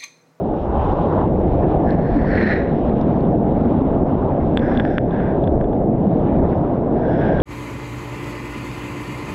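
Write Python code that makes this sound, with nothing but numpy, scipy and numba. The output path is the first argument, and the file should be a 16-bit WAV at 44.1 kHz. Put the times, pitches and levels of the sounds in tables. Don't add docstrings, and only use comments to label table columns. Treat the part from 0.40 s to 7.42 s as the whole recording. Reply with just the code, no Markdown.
import sys
import numpy as np
from scipy import signal
from scipy.fft import rfft, irfft, next_fast_len
from scipy.io import wavfile
from numba import njit

SR = 44100
rng = np.random.default_rng(int(sys.argv[2]) if len(sys.argv) > 2 else 0)


def unload_wav(signal):
    wavfile.write(
        sys.argv[1],
        SR,
        np.round(np.clip(np.atleast_2d(signal).T, -1, 1) * 32767).astype(np.int16),
    )


N = 309582

# time in seconds, then the levels of wind buffeting, low surge and roar in dB.
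SEA = [(0, -33, -23.5, -21.5), (.25, -23.5, -30, -22.5), (.42, -20, -25, -22.5), (.75, -26, -21.5, -19.5),
       (1.1, -20.5, -21.5, -19.5), (1.45, -25, -20, -17.5), (1.7, -28, -20.5, -22),
       (1.95, -23.5, -20, -19.5), (2.35, -30, -23.5, -21.5), (2.8, -26, -19, -19), (3.7, -25.5, -21.5, -20),
       (4.7, -28, -20.5, -21), (5.1, -21, -21.5, -19), (5.35, -26, -24.5, -20.5), (5.6, -35, -19, -21),
       (6.0, -20, -18.5, -18.5), (6.35, -33, -23.5, -20.5), (7.02, -23, -20.5, -18)]


def amp(db):
    return 10 ** (np.asarray(db) / 20)


def rms_one(x):
    return x / np.sqrt(np.mean(x ** 2) + 1e-30)


def in_time(rows):
    s, *columns = np.transpose(rows)
    return [np.interp(np.arange(N) / SR, s, c) for c in columns]


def drift(rate):
    step = 40
    r = np.exp(-2 * np.pi * rate * step / SR)
    noise = rng.standard_normal(N // step + 2002)
    slow = signal.lfilter([1], [1, -2 * r, r * r], noise)[2000:]
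    return np.interp(np.arange(N) / step, np.arange(len(slow)), rms_one(slow))


def churn(spectrum, patchy_db, rate):
    size = next_fast_len(N)
    octave = np.log2(np.maximum(np.arange(size // 2 + 1) * SR / size, 1))
    hz, level_db = np.transpose(spectrum)
    envelope_db = np.interp(octave, np.log2(hz), level_db, -200, -200)
    shaped = rfft(rng.standard_normal(size)) * amp(envelope_db)
    out = np.zeros(N)
    together = drift(rate)
    for centre in np.arange(3.5, 14, .5):
        if hz[0] / 1.5 < 2 ** centre < hz[-1] * 1.5:
            share = np.clip(1 - 2 * abs(octave - centre), 0, 1)
            band = irfft(shaped * share, size)[:N]
            out += band * amp(patchy_db * (0.4 * together + 0.89 * drift(rate)))
    return rms_one(out)


@njit
def ring(clicks, turn, r):
    out = np.zeros(len(clicks))
    for i in range(2, len(clicks)):
        kept = 2 * r[i] * np.cos(turn[i]) * out[i - 1] - r[i] ** 2 * out[i - 2]
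        out[i] = kept + np.sin(turn[i]) * clicks[i - 1]
    return out


def mode(clicks, hz, t60):
    turn = 2 * np.pi * hz / SR * np.ones(N)
    decay = amp(-60 / (t60 * SR)) * np.ones(N)
    return ring(clicks + 1e-18, turn, decay)


def soften(x, cut_hz, kind="low", order=6):
    return signal.sosfilt(signal.butter(order, cut_hz, kind, fs=SR, output="sos"), x)


def breaking_wave():
    # frequency in Hz, spectral level in relative dB.
    surge_spectrum = [(50, -35.5), (90, -6), (150, 2), (200, -0.5), (280, -3), (400, -32)]
    roar_spectrum = [(150, -30.5), (230, -11), (300, 1.5), (450, -2.5), (700, -4.5), (850, -14.5),
                     (1100, -41.5)]
    _, surge_db, roar_db = in_time(SEA)
    surge = amp(surge_db) * churn(surge_spectrum, patchy_db=1.0, rate=4.4)
    roar = amp(roar_db) * churn(roar_spectrum, patchy_db=1.3, rate=12.0)
    return surge + roar


def water_near_board(deck_gust, spray_gust):
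    # time in seconds, then the levels of rush, steady wash and steady fizz in dB.
    foam = [(0, -38.5, -64, -61.5), (.23, -34, -59, -58.5), (.42, -24, -58, -52), (.62, -27.5, -62, -53),
            (.82, -24.5, -57, -57), (.9, -35.5, -54, -60), (1.1, -36, -51.5, -58.5),
            (1.27, -29, -51.5, -56), (1.5, -33, -56.5, -62.5), (2.3, -37, -51.5, -57),
            (2.7, -31.5, -50, -56.5), (3.0, -36.5, -53.5, -62.5), (3.28, -31, -47.5, -56.5),
            (3.56, -32, -54.5, -60), (3.74, -29.5, -55.5, -59.5), (4.15, -35.5, -55, -58.5),
            (4.35, -30.5, -63, -54), (4.58, -47, -60, -64), (4.75, -32.5, -57.5, -60),
            (5.5, -39, -57.5, -65), (6.0, -30, -49.5, -58.5), (6.55, -35, -55.5, -62.5),
            (7.02, -32, -49, -48)]
    # frequency in Hz, spectral level in relative dB.
    rush_spectrum = [(600, -20), (800, 1.5), (1000, -4.5), (1300, -15), (1700, -25), (2200, -37.5)]
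    wash_spectrum = [(1100, -12), (1400, 4.5), (1900, 0.5), (2400, -5), (2900, -23), (3600, -31.5)]
    fizz_spectrum = [(2000, -8.5), (2700, -3.5), (3800, -8.5), (4200, -18), (5600, -24), (6100, -28),
                     (8000, -41.5), (9000, -64)]
    rush_db, wash_db, fizz_db = in_time(foam)
    wash_gain = amp(wash_db) + deck_gust
    fizz_gain = amp(fizz_db) + amp(-30.5) * spray_gust
    return (amp(rush_db) * churn(rush_spectrum, patchy_db=2.0, rate=20.0)
            + wash_gain * churn(wash_spectrum, patchy_db=3.5, rate=18.0)
            + fizz_gain * churn(fizz_spectrum, patchy_db=2.2, rate=7.2))


def hollow():
    # time in seconds, mean pitch in Hz, mean level in dB.
    boom = [(0, 214.5, -34), (.8, 201.3, -29.5), (1.5, 187, -27.5), (1.9, 245, -27), (2.9, 200.5, -23.5),
            (3.6, 278, -22), (4.2, 251.4, -24), (5.0, 221.4, -31), (5.7, 210.4, -21), (6.1, 215, -30),
            (6.5, 248.5, -22), (7.02, 214.5, -29.5)]
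    wander_hz, swing_db, changes_per_s, t60_s = 11, 2.5, 3.0, .06
    hz, level_db = in_time(boom)
    hz = hz + wander_hz * drift(changes_per_s)
    level_db = level_db + swing_db * drift(changes_per_s)
    air = mode(rng.standard_normal(N), hz, t60_s)
    return amp(level_db) * rms_one(soften(air, cut_hz=452))


def gusts():
    gust_rows = [(1.228, 0.012, -47, 302, 149, -24.5, -34, -15),
                 (1.486, 0.01, -37.5, 404, 155, -23, -28, -22),
                 (1.722, 0.062, -47, 51.3, 100.5, -15, -22.5, -5),
                 (1.891, 0.015, -57, 198, 200, -20, -14, -16),
                 (1.972, 0.16, -23.5, 104.6, 108.5, -20, -36, -17),
                 (4.232, 0.16, -35.5, 245.5, 400, -25, -28.5, -21),
                 (4.458, 0.13, -39, 401.5, 500, -22, -26.5, -24.5),
                 (4.74, 0.14, -39, 194, 130, -24, -36.5, -20), (6.65, 0.1, -45.5, 151, 105, -20, -24, -22),
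                 (6.832, 0.28, -36.5, 90.8, 100, -23, -31, -26)]
    calm_db = -70
    t = np.arange(N) / SR
    out = amp(calm_db + np.array([[0], [-25], [-30], [-20]]))
    for s, hold, level_db, swell, fade, *share_db in gust_rows:
        before = np.maximum(s - t, 0)
        after = np.maximum(t - s - hold, 0)
        strength = amp(level_db - swell * before - fade * after)
        out = out + strength * amp([0, *share_db])[:, None]
    return out


def spray(strength, second, upper):
    coupling_db = [-12, -14, -8.5, -25.5]
    # lower edge in Hz, upper edge in Hz.
    near_bands = [(1300, 2400), (2600, 4800)]
    typical_per_s = 6000
    hit = rng.random(N) < typical_per_s * amp(1.8 * drift(12)) / SR
    sizes = hit * amp(0.5 * np.minimum(rng.exponential(1, N), 5))
    mist = rms_one(sizes * rng.standard_normal((4, N)))
    near = [soften(m, band, "band", order=2) for band, m in zip(near_bands, mist)]
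    caught = np.array([*near, *mist[2:]])
    return np.array([strength, second, upper, upper]) * amp(coupling_db)[:, None] * caught


def drops():
    # time in seconds, blow on the second mode in dB, then beside it
    # the blows on the first, third and fourth modes in dB.
    drop_rows = [(1.492, -47, 22, -18, -29), (1.507, -31, -6, -31, -26), (1.9692, -40, 12, -21, -40),
                 (2.4952, -44, 12, -25, -44), (2.6125, -36, -6, -3, -51), (2.8074, -44, -3, -23, -36),
                 (2.8519, -44, 0, -24, -37), (4.1733, -14.5, 1, -32, -21.5), (4.1932, -30.5, -8, -34, -41),
                 (4.3505, -37, -4, -43, -42), (4.374, -24, -11, -39.5, -44), (4.3983, -23.5, 9, -40, -26),
                 (4.4033, -41, 24, -18, -15), (4.4194, -53, 9, -15, -16), (4.4513, -44.5, 29, -20, -10),
                 (4.4786, -52, 24, -15, -10.5), (4.4962, -47, 12, -7, -18), (4.582, -23, 16.5, -33, -41),
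                 (4.7093, -39.5, -2, -25, -47), (4.7624, -52, 13, -12, -27), (4.802, -43, 16, -30, -45),
                 (5.0404, -36, -8.5, -23, -31), (5.075, -35.5, 6.5, -34, -33),
                 (5.2117, -49.5, 24.5, -31, -49), (5.243, -47, 11, -40, -40), (5.3308, -48, 10, -34, -21),
                 (7.001, -29, -10, -33, -20)]
    s, second_db, first_db, third_db, fourth_db = np.transpose(drop_rows)
    beside_db = np.array([first_db, 0 * s, third_db, fourth_db])
    blows = np.zeros((4, N))
    blows[:, np.round(s * SR).astype(int)] = amp(second_db + beside_db)
    return blows


def cavity(first, second, third, fourth):
    # time in seconds, first mode in Hz,
    # its 60 dB decay time in seconds, second mode in Hz, its 60 dB decay time in seconds.
    film = [(0, 1650, .01, 3600, .008), (1.5, 1700, .011, 4200, .006), (1.75, 1700, .011, 4300, .008),
            (1.89, 1780, .009, 4500, .009), (2.0, 1830, .008, 4150, .009), (2.25, 1800, .008, 3950, .009),
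            (2.5, 1750, .008, 4050, .008), (2.6, 1700, .008, 3600, .008), (2.8, 1700, .008, 4450, .005),
            (2.85, 1650, .008, 3550, .012), (4.15, 1630, .011, 3460, .016), (4.5, 1640, .012, 3470, .016),
            (4.58, 1610, .008, 3500, .008), (4.7, 1630, .011, 3480, .016), (6.6, 1610, .016, 3430, .022),
            (7.02, 1570, .018, 3340, .022)]
    first_hz, first_t60, second_hz, second_t60 = in_time(film)
    low_pair = mode(first, first_hz, first_t60) - mode(second, second_hz, second_t60)
    third_ring = mode(third, hz=5230, t60=0.0033)
    fourth_ring = mode(fourth, hz=7930, t60=0.0051)
    return (soften(low_pair, cut_hz=4740)
            + soften(third_ring, cut_hz=[4600, 6200], kind="band")
            + soften(fourth_ring, cut_hz=8500))


def wall_slaps(blows):
    gain_db = 2
    return amp(gain_db) * soften(mode(blows, hz=2380, t60=0.0014), cut_hz=4000)


def gulps():
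    # start in seconds, length in seconds, starting pitch in Hz, peak before softening in dB.
    gulp_rows = [(1.43, 0.074, 244, -19.5), (1.53, 0.046, 165, -15.5), (1.701, 0.065, 42, -13.5),
                 (1.752, 0.046, 296, -9), (1.806, 0.038, 45.4, -17), (1.908, 0.051, 49.6, -17),
                 (1.905, .21, 290.6, -14.5), (2.30, 0.05, 163, -13)]
    sink_octaves_per_s = 3.1
    out = np.zeros(N)
    for s, length, from_hz, peak_db in gulp_rows:
        size, at = int(length * SR), int(s * SR)
        hz = from_hz * 2 ** (-sink_octaves_per_s * np.arange(size) / SR)
        turn = 2 * np.pi * np.cumsum(hz) / SR
        out[at:at + size] += amp(peak_db) * np.sqrt(np.hanning(size)) * np.sin(turn)
    return soften(out, cut_hz=590)


def wind():
    # frequency in Hz, spectral level in relative dB.
    wind_spectrum = [(15, -10.5), (30, -7), (60, -5), (90, -5.5), (130, -20.5)]
    wind_db, _, _ = in_time(SEA)
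    return amp(wind_db) * churn(wind_spectrum, patchy_db=1.0, rate=4.0)


def scene():
    strength, second, upper, deck = gusts()
    blows = drops()
    water = breaking_wave() + water_near_board(deck, strength)
    impacts = cavity(*(spray(strength, second, upper) + blows)) + wall_slaps(blows[1])
    return (water + hollow() + impacts + gulps() + wind())[None]


def record(dry):
    limit_db, release_db_per_s, attack_s = -8, 148.5, 0.0018
    hiss_db, cutoff_hz = -100, 14700
    over_db = np.maximum(20 * np.log10(abs(dry[0]) + 1e-9) - limit_db, 0)
    ramp = release_db_per_s * np.arange(N) / SR
    held_db = np.maximum.accumulate(over_db + ramp) - ramp
    r = np.exp(-1 / (attack_s * SR))
    duck_db = signal.lfilter([1 - r], [1, -r], held_db)
    limited = dry * amp(-duck_db)
    limited = limited + amp(hiss_db) * rng.standard_normal(N)
    top = signal.cheby2(10, 60, cutoff_hz, fs=SR, output="sos")
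    settled = signal.sosfilt_zi(top) * limited[0, 0]
    return signal.sosfilt(top, limited[0], zi=settled)[0][None]


dry = scene()
out = record(dry)
unload_wav(out)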